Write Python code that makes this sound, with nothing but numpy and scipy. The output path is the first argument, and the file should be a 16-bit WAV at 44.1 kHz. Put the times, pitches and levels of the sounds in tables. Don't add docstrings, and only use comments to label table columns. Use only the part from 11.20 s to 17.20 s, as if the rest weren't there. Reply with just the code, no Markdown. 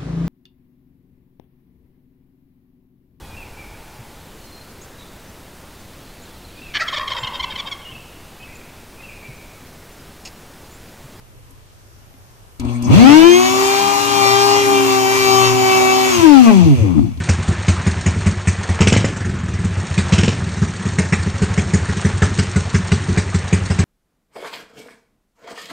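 import sys
import numpy as np
from scipy import signal
from scipy.fft import rfft, irfft
from scipy.io import wavfile
from scipy.ndimage import uniform_filter1d

SR = 44100
rng = np.random.default_rng(int(sys.argv[2]) if len(sys.argv) > 2 else 0)


def digitize_waveform(pressure):
    field = np.atleast_2d(pressure).T
    bounded = np.clip(field, -1, 1)
    quanta = np.round(bounded * 32767).astype(np.int16)
    wavfile.write(sys.argv[1], SR, quanta)


def gain_from_db(level_db):
    decades = np.asarray(level_db, float) / 20
    return 10 ** decades


N = 264688
T = np.arange(N) / SR
HUM_HZ = 120.0
LAG_S = 15 / 44100

# pitch_hz, left_minus_right_db
LEFT = [(60, -10), (110, 16.5), (200, 3), (380, 6.5), (700, 8.5), (1290, 10), (2380, 1.5), (4400, -1.5),
        (8120, 6), (15000, 4)]
# pitch_hz, level_db (per Hz)
HISS = [(1000, 6), (1600, -7.5), (2400, 1.5), (3500, -4.5), (4500, -5.5), (6600, -3.5), (7600, -8.5),
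        (9600, -17), (10800, -11.5), (12000, -21.5), (13800, -9.5), (15500, -35)]
# pitch_hz, level_db (per Hz)
RUMBLE = [(55, -19), (90, -2.5), (170, -7), (280, 0.5), (450, -5.5), (700, -0.5), (1100, -1), (1500, -18.5)]
# centre_s, depth_db, length_s
JOLTS = [
    (1.86, 2.5, .08),
    (3.2, 4, 0.21),
    (4.2, 4, 0.11),
    (5.3, 11, 0.046),
]


def curves(table):
    s, *columns = np.transpose(table)
    return [np.interp(T, s, c) for c in columns]


def shape(table, hz):
    f, v = np.transpose(table)
    return np.interp(np.log(hz), np.log(f), v)


def gate(t0, t1, fade):
    return np.clip((T - t0) / fade, 0, 1) * np.clip((t1 - T) / fade, 0, 1)


def walk(rate, slew=1):
    k = int(SR / rate)
    held = np.repeat(rng.standard_normal(N // k + 1), k)[:N]
    held = np.roll(held, rng.integers(k))
    return 1.204 * uniform_filter1d(held, max(int(k * slew), 1))


def patchy(rate, slew=1):
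    return np.minimum(walk(rate, slew), 0.6)


def bells(rows, heights):
    return sum(h * np.exp(-((T - row[0]) / row[2]) ** 2) for row, h in zip(rows, heights))


def swells(rows):
    return bells(rows, [gain_from_db(db) for _, db, _ in rows])


def dips(rows):
    return -bells(rows, [depth for _, depth, _ in rows])


def tone(turns, hz, db, pan_db=None, lead=None):
    pan_db = shape(LEFT, hz) if pan_db is None else pan_db
    lead = -hz * LAG_S if lead is None else lead / (2 * np.pi)
    level = np.sqrt(2) * gain_from_db(db + np.array([pan_db, -pan_db]) / 2)
    cycles = np.array([turns + lead, turns]) + rng.random()
    return level * np.sin(2 * np.pi * cycles)


def noise(spectrum, flicker_db, rate, pan=1):
    # pitch_hz, share (0-1)
    common = [(60, 0), (500, 1), (1500, 0), (4000, 0.06), (9000, 0.13)]
    f = np.maximum(np.fft.rfftfreq(N, 1 / SR), 1)
    white = rfft(rng.standard_normal((3, N)))
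    share = np.clip(shape(common, f), 0, 1)
    delay = np.array([np.exp(-2j * np.pi * f * LAG_S), 1 + 0 * f])
    pair = np.sqrt(share) * white[0] * delay + np.sqrt(1 - share) * white[1:]
    pair = pair * gain_from_db(shape(spectrum, f) + pan * np.outer([0.5, -0.5], shape(LEFT, f)))
    lowest, highest = spectrum[0][0], spectrum[-1][0]
    pair = pair * (f > lowest / 2) * np.minimum(1, (highest / f) ** 4) * np.minimum(1, (f / lowest) ** 4)
    out = 0
    for octave in np.arange(4.5, 14.5, 1 / 2):
        band = np.cos(np.pi / 2 * np.clip((np.log2(f) - octave) * 2, -1, 1)) ** 2
        out = out + gain_from_db(flicker_db * walk(rate)) * irfft(pair * band, N)
    return out / np.sqrt(np.mean(out.mean(axis=0) ** 2))


def resonate(x, hz, width):
    return signal.lfilter(*signal.iirpeak(hz, hz / width, SR), x)


def rings(x):
    # pitch_hz, width_hz, level_db
    housing = [(2320, 40, 9.5), (2710, 380, 5.5), (3385, 55, 13), (4270, 770, 3.5), (6180, 190, 6),
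               (8300, 410, 8)]
    return sum(gain_from_db(db) * resonate(x, hz, width) for hz, width, db in housing)


def workshop_air():
    # pitch_hz, level_db (per Hz)
    room = [(20, 5), (50, -4), (95, 3), (122, 0), (160, -13), (250, -14), (500, -16), (1000, -18),
            (2000, -24), (4000, -28), (8000, -29), (14500, -31)]
    return gain_from_db(-47.3) * noise(room, 1.2, 6, pan=0.1)


def ticks():
    # start_s, peak_db, pitch_hz, thump_db, decay_s
    clicks = [
        (0.3072, -45, 10600, -46, 0.006),
        (0.9394, -46, 2310, -46, 0.006),
        (1.3972, -30, 5610, -23, 0.006),
        (1.4496, -33, 2360, -19, 0.006),
        (1.6242, -31, 6000, -28, 0.006),
        (5.9743, -41, 3330, -31, 0.006),
    ]
    out, t = np.zeros((2, N)), T[:int(0.12 * SR)]
    for s, db, hz, thump_db, decay in clicks:
        crack = rng.standard_normal((2, len(t))) * np.exp(-t / decay)
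        edges_hz = [hz / 1.3, min(hz * 1.5, 13000)]
        crack = signal.sosfilt(signal.butter(1, edges_hz, "bandpass", fs=SR, output="sos"), crack)
        thump = np.sin(2 * np.pi * 75 * t) * np.exp(-t / 0.022)
        thump = thump + 1.06 * np.sin(2 * np.pi * 270 * t) * np.exp(-t / 0.028)
        tick = gain_from_db(db + 6.0) * crack + gain_from_db(thump_db) * thump * np.array([[1.4], [0.6]])
        i = int(s * SR)
        out[:, i:i + len(t)] += tick[:, :N - i]
    return out


def bench_bounce():
    # pitch_hz, level_db (per Hz)
    bounce = [(60, -20), (85, 18), (110, 5)]
    # centre_s, level_db, length_s
    kicks = [
        (1.77, -10.5, 0.041),
        (5.02, -22.5, 0.065),
        (5.23, -31.5, 0.028),
        (5.43, -21, .05),
        (5.61, -20, .04),
        (5.82, -19.5, .05),
    ]
    return swells(kicks) * noise(bounce, 0.51, 10)


def windings():
    # start_s, buzz_db, brush_db
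    stall = [
        (1.39, -40, -48.5),
        (1.398, -38, -38),
        (1.426, -26, -61),
        (1.498, -24.5, -55),
        (1.59, -30.5, -55),
        (1.67, -20, -51.5),
        (1.738, -43, -51),
        (1.8, -20, -27),
    ]
    # multiple of hum, level_db
    buzz_partials = [(2, 0.5), (3, -13.5), (4, -22), (5, -22), (6, -43), (7, -36), (9, -24.5)]
    # centre_s, level_db, length_s
    strain = [
        (1.52, -26, 0.11),
        (1.77, -20.5, 0.1),
        (1.92, -22, 0.033),
        (2.3, -44, 0.16),
        (3.1, -34, 0.24),
        (3.65, -38.5, 0.34),
        (4.27, -27.5, 0.2),
        (4.65, -38, .1),
        (5.0, -35, .07),
    ]
    base_db, pan_db = -40, -1
    hum_db = 20 * np.log10(gain_from_db(base_db) + swells(strain))
    hum_pan_db = pan_db + 0.89 * (hum_db - base_db)
    hum = tone(HUM_HZ * T, HUM_HZ, hum_db + walk(12), hum_pan_db, -1.76)
    buzz_db, brush_db = curves(stall)
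    buzz = 0
    for k, db in buzz_partials:
        buzz = buzz + tone(k * HUM_HZ * T, k * HUM_HZ + 0 * T, buzz_db + db + 3.5 * walk(24.64))
    hiss = noise(HISS, 5.7, 26.8)
    brush = gain_from_db(brush_db) * (1.9 * hiss + 3 * rings(hiss))
    brush = brush + gain_from_db(buzz_db - 14.5) * noise(RUMBLE, 1.3, 25.9)
    return gate(1.39, 5.06, 0.0083) * hum + gate(1.395, 1.76, 0.025) * (buzz + brush)


def speed():
    # start_s, shaft_hz
    dial = [(2.7, 410), (2.92, 406), (3.08, 397), (3.2, 401), (3.38, 404.5), (3.72, 388), (3.86, 385.7),
            (3.95, 391.8), (4.08, 387.2), (4.65, 379.6), (4.8, 382), (4.9, 379.8), (5.0, 338), (5.19, 257),
            (5.39, 182.1), (5.61, 108.7), (5.74, 80), (5.97, 38.23)]
    # short_hz (at break-free), time_constant_s
    lag = [(219, .31), (96, .07)]
    break_s, creep_hz, creep_hz_per_s = 1.7, 96, 900
    after = np.maximum(T - break_s, 0)
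    hz = curves(dial)[0] - sum(short * np.exp(-after / tau) for short, tau in lag)
    creep = np.maximum(creep_hz + creep_hz_per_s * (T - break_s), 40)
    return np.where(T < break_s, creep, hz)


def rush_level(steady_hz):
    driven, coasting = 0.59, 1.9
    slope = coasting + (driven - coasting) * gate(1.686, 5.0, 0.056)
    return -27 + slope * 20 * np.log10(np.minimum(steady_hz / 370, 1)) + 0.83 * walk(10) + 4.5


def bearings(turns, steady_hz, slow, powered, hiss_db):
    rumble_db = -30.5 + 9 * gate(1.64, 2.03, 0.085) + 60 * np.log10(np.minimum(steady_hz / 85, 1))
    rumble_db = rumble_db - 7 * slow * (1 - 0.5 * powered) - 0.88 * dips(JOLTS[3:]) + 2.1 * walk(7)
    hiss = noise(HISS, 1.15, 14)
    dull = signal.lfilter(*signal.iirpeak(2600, 1.6, SR), hiss)
    dry_noise = 0.77 * hiss + dull + rings(hiss)
    rush = gain_from_db(hiss_db - 1.5) * ((1 - slow) * hiss + slow * dry_noise)
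    pulse = (1 + 0.12 * np.cos(2 * np.pi * turns)) * (1 + 0.1 * powered * np.cos(2 * np.pi * HUM_HZ * T))
    return pulse * (rush + gain_from_db(rumble_db) * noise(RUMBLE, 2.1, 16))


def commutator_whine(turns, steady_hz, hz, slow, powered, hiss_db):
    # pitch_hz, level_db
    passed = [(1500, -80), (2800, -55), (4000, -36), (5200, -36), (6100, -44), (6400, -27), (6900, -35),
              (7250, -38.5)]
    lifts = [2.73, 3.29, 3.58, 3.755, 4.0, 4.51, 4.8, 5.025]
    bars = 18
    whine_db = shape(passed, bars * steady_hz) + dips([(s, 19, 0.024) for s in lifts])
    whine_db = whine_db - 60 * np.maximum(slow - 0.22, 0) * (1 - powered)
    whine_db = np.maximum(whine_db, hiss_db - 19 - 30 * slow) + 2 + patchy(30)
    double_db = hiss_db - 17 - 50 * slow - 12 * (hz > 394) + 2 * patchy(20)
    whine = tone(bars * turns, bars * hz, whine_db, lead=0.5)
    whine = whine + tone(2 * bars * turns, 2 * bars * hz, double_db)
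    pairs = tone(bars / 2 * turns, bars / 2 * hz, -27 + 3 * patchy(25.04))
    return whine + gate(1.77, 2.25, 0.066) * pairs


def coupling_rattle(turns, steady_hz, hz, slow, powered, hiss_db):
    # pitch_hz, level_db
    body = [(100, 4), (280, 15), (400, 8), (800, 3), (1100, 0), (1550, -10), (1950, -9), (2400, -3),
            (3100, -8), (4000, -12), (4500, -9), (5600, -13), (6500, -17), (7600, -25), (14500, -36)]
    # centre_s, depth_db, length_s
    slips = [(1.78, 2, 0.036), (2.11, 9, 0.05), (2.35, 7, .12), (2.86, 7.5, 0.048), (3.436, 14, 0.029),
             (3.67, 6.5, 0.071), (3.99, 13, 0.062), (4.3, 6.5, .07), (4.94, 17, 0.063), (5.05, 6, .06),
             (5.25, 8.5, 0.077), (5.62, 7, 0.033)]
    # centre_s, level_db, length_s
    sixth = [(2.15, -25.5, 0.036), (2.28, -30, 0.044), (2.54, -35, 0.11), (3.08, -27.5, 0.12),
             (3.45, -36, 0.06), (3.57, -23, .04), (4.03, -24.5, 0.14), (4.54, -25, 0.11), (4.7, -27, .05),
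             (4.85, -32, 0.075)]
    # centre_s, level_db, length_s
    seventh = [(1.91, -24, 0.053), (2.06, -24.5, .12), (2.817, -35, 0.055), (3.35, -35, 0.052),
               (3.568, -32, 0.026), (3.7, -35, 0.057), (4.085, -30, 0.025), (4.257, -26.5, 0.044),
               (4.545, -27.5, 0.041), (4.699, -26, 0.045), (4.86, -40, .05)]
    fade_db = 30 * np.log10(np.minimum(steady_hz / 75, 1))
    slip_db, jolt_db = dips(slips), dips(JOLTS)
    second_db = -19.5 - 7 * slow + slip_db - 0.63 * jolt_db + fade_db
    plate_db = 7 * np.exp(-((3 * steady_hz - 992) / 115) ** 2)
    third_db = -23.5 - 5 * slow - 7 * gate(5.34, 5.62, 0.04) + 0.28 * slip_db - 0.56 * jolt_db
    third_db = third_db - 3.5 + plate_db + 2.4 * walk(9) + fade_db
    resting = gain_from_db(-34 + hiss_db + 23)
    sixth_db = 20 * np.log10(resting + swells(sixth))
    seventh_db = 20 * np.log10(resting + swells(seventh))
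    orders = 0
    for k, db in {2: second_db, 3: third_db, 6: sixth_db, 7: seventh_db}.items():
        orders = orders + tone(k * turns, k * hz, db + (1 + 6 * slow) * patchy(28))
    knock_db = 0.3 * (np.maximum(sixth_db, seventh_db) - hiss_db + 2)
    for k in [4, 5, *range(8, 36)]:
        state_db = 7 * patchy(14, 0.4) + knock_db - (1 + 0.6 * (10 < k < 15)) * jolt_db - 1 + 3 * (k == 5)
        slow_db = 8 * slow * patchy(28) - (4 - 2 * powered) * slow * max(k - 5, 0)
        db = hiss_db - 3 + shape(body, k * hz) + state_db + slow_db
        lead = rng.normal(0, 0.83) - 2 * np.pi * k * hz * LAG_S
        orders = orders + tone(k * turns, k * hz, db, lead=lead)
    return orders * (1 + 0.25 * powered * np.cos(2 * np.pi * HUM_HZ * T + 0.8))


def half_turn_knocks(turns, hz):
    # centre_s, level_db, length_s
    knocks = [
        (1.919, -23, 0.078),
        (2.656, -33, 0.064),
        (2.994, -35.5, 0.042),
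        (3.553, -35.5, 0.051),
    ]
    return swells(knocks) * tone(turns / 2, hz / 2, 0)


def mains_beat(turns, hz):
    beat = tone(turns - HUM_HZ * T, hz, -30 + 3 * patchy(9), 17.5 + 4 * walk(3.94), 3.23)
    return gate(1.99, 5.03, 0.05) * beat


def shake(turns, hz, powered):
    # multiple of shaft, level_db (against unbalance)
    cogging = [(2, -10), (3, -12), (4, -15), (5, -19)]
    # pitch_hz, width_hz, left_gain, right_gain
    modes = [(76.2, 7, 0.16, -0.15), (89, 41, 0.23, 0.144), (114, 6.8, -0.55, 0.0028),
             (146, 16, 0.24, -0.52), (180.3, 51, 1.46, 0.45), (226, 140, -2.03, -1.3),
             (234.5, 7.2, -1.5, -0.73), (235.1, 68.5, 2.5, 1.21), (269.5, 19, -1.43, 0.38),
             (288.4, 32, -1.56, 0.14), (332.8, 35, 2.5, 0.2), (340.4, 14.0, -2.5, 0.14)]
    # start_s, left_db, right_db
    seat = [(2.06, 3.5, -12), (2.18, -7, -12), (2.32, -26, -18.5), (2.43, -18.5, -14.5), (2.77, -28, -27.5),
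            (3.14, -15, -20), (3.57, -17, -14), (3.84, -23.5, -17), (4.13, -13, -18), (4.6, -29, -12),
            (4.82, -26, -15.5), (5.0, -12, -18)]
    # pitch_hz, left_lead (radians)
    turn_lead = [(60, .5), (230, 2), (300, 0), (345, -1.2), (372, -2.6), (384, -6), (410, -6)]
    crawl = np.clip(1 - hz / 200, 0, 1) ** 0.5 * np.clip(hz / 68, 0, 1) ** 4
    tugs = sum(gain_from_db(db + 2.9 * walk(24)) * np.sin(2 * np.pi * k * turns) for k, db in cogging)
    force = np.sin(2 * np.pi * turns) + crawl * tugs
    force = force * gate(1.66, 6.1, 0.05) * gain_from_db(1 + 5 * crawl * patchy(22))
    sweep = sum(np.outer([left, right], resonate(force, f, width)) for f, width, left, right in modes)
    driven = gain_from_db(np.outer([3, 4], powered))
    left_db, right_db = curves(seat)
    steady = tone(turns, hz, (left_db + right_db) / 2, left_db - right_db, shape(turn_lead, hz))
    hold = gate(2.03, 5.04, 0.034)
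    return (1 - hold) * driven * sweep + hold * steady


def rotor():
    steady_hz = speed()
    powered = gate(1.39, 5.03, 0.021)
    slow = np.clip(1 - steady_hz / 375, 0, 1)
    hiss_db = rush_level(steady_hz)
    hz = steady_hz * (1 + 0.0011 * walk(40) + 0.0327 * slow * walk(60))
    smooth_turns, turns = np.cumsum(steady_hz) / SR, np.cumsum(hz) / SR
    out = bearings(turns, steady_hz, slow, powered, hiss_db)
    out = out + commutator_whine(turns, steady_hz, hz, slow, powered, hiss_db)
    out = out + coupling_rattle(turns, steady_hz, hz, slow, powered, hiss_db)
    out = out + half_turn_knocks(turns, hz) + mains_beat(turns, hz)
    out = out + shake(smooth_turns + 0.14 * (turns - smooth_turns), hz, powered)
    return gate(1.64, 6.1, 0.027) * out


def scene():
    return workshop_air() + ticks() + bench_bounce() + windings() + rotor()


def band_limit(x):
    return signal.sosfilt(signal.butter(12, 15690, fs=SR, output="sos"), x)


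def record(dry):
    low_pass = signal.ellip(10, 0.3, 60, 14520, fs=SR, output="sos")
    cut = signal.sosfilt(low_pass, np.clip(dry, -1, 1))
    return band_limit(np.clip(cut, -1, 1))


dry = scene()
out = record(dry)
digitize_waveform(out)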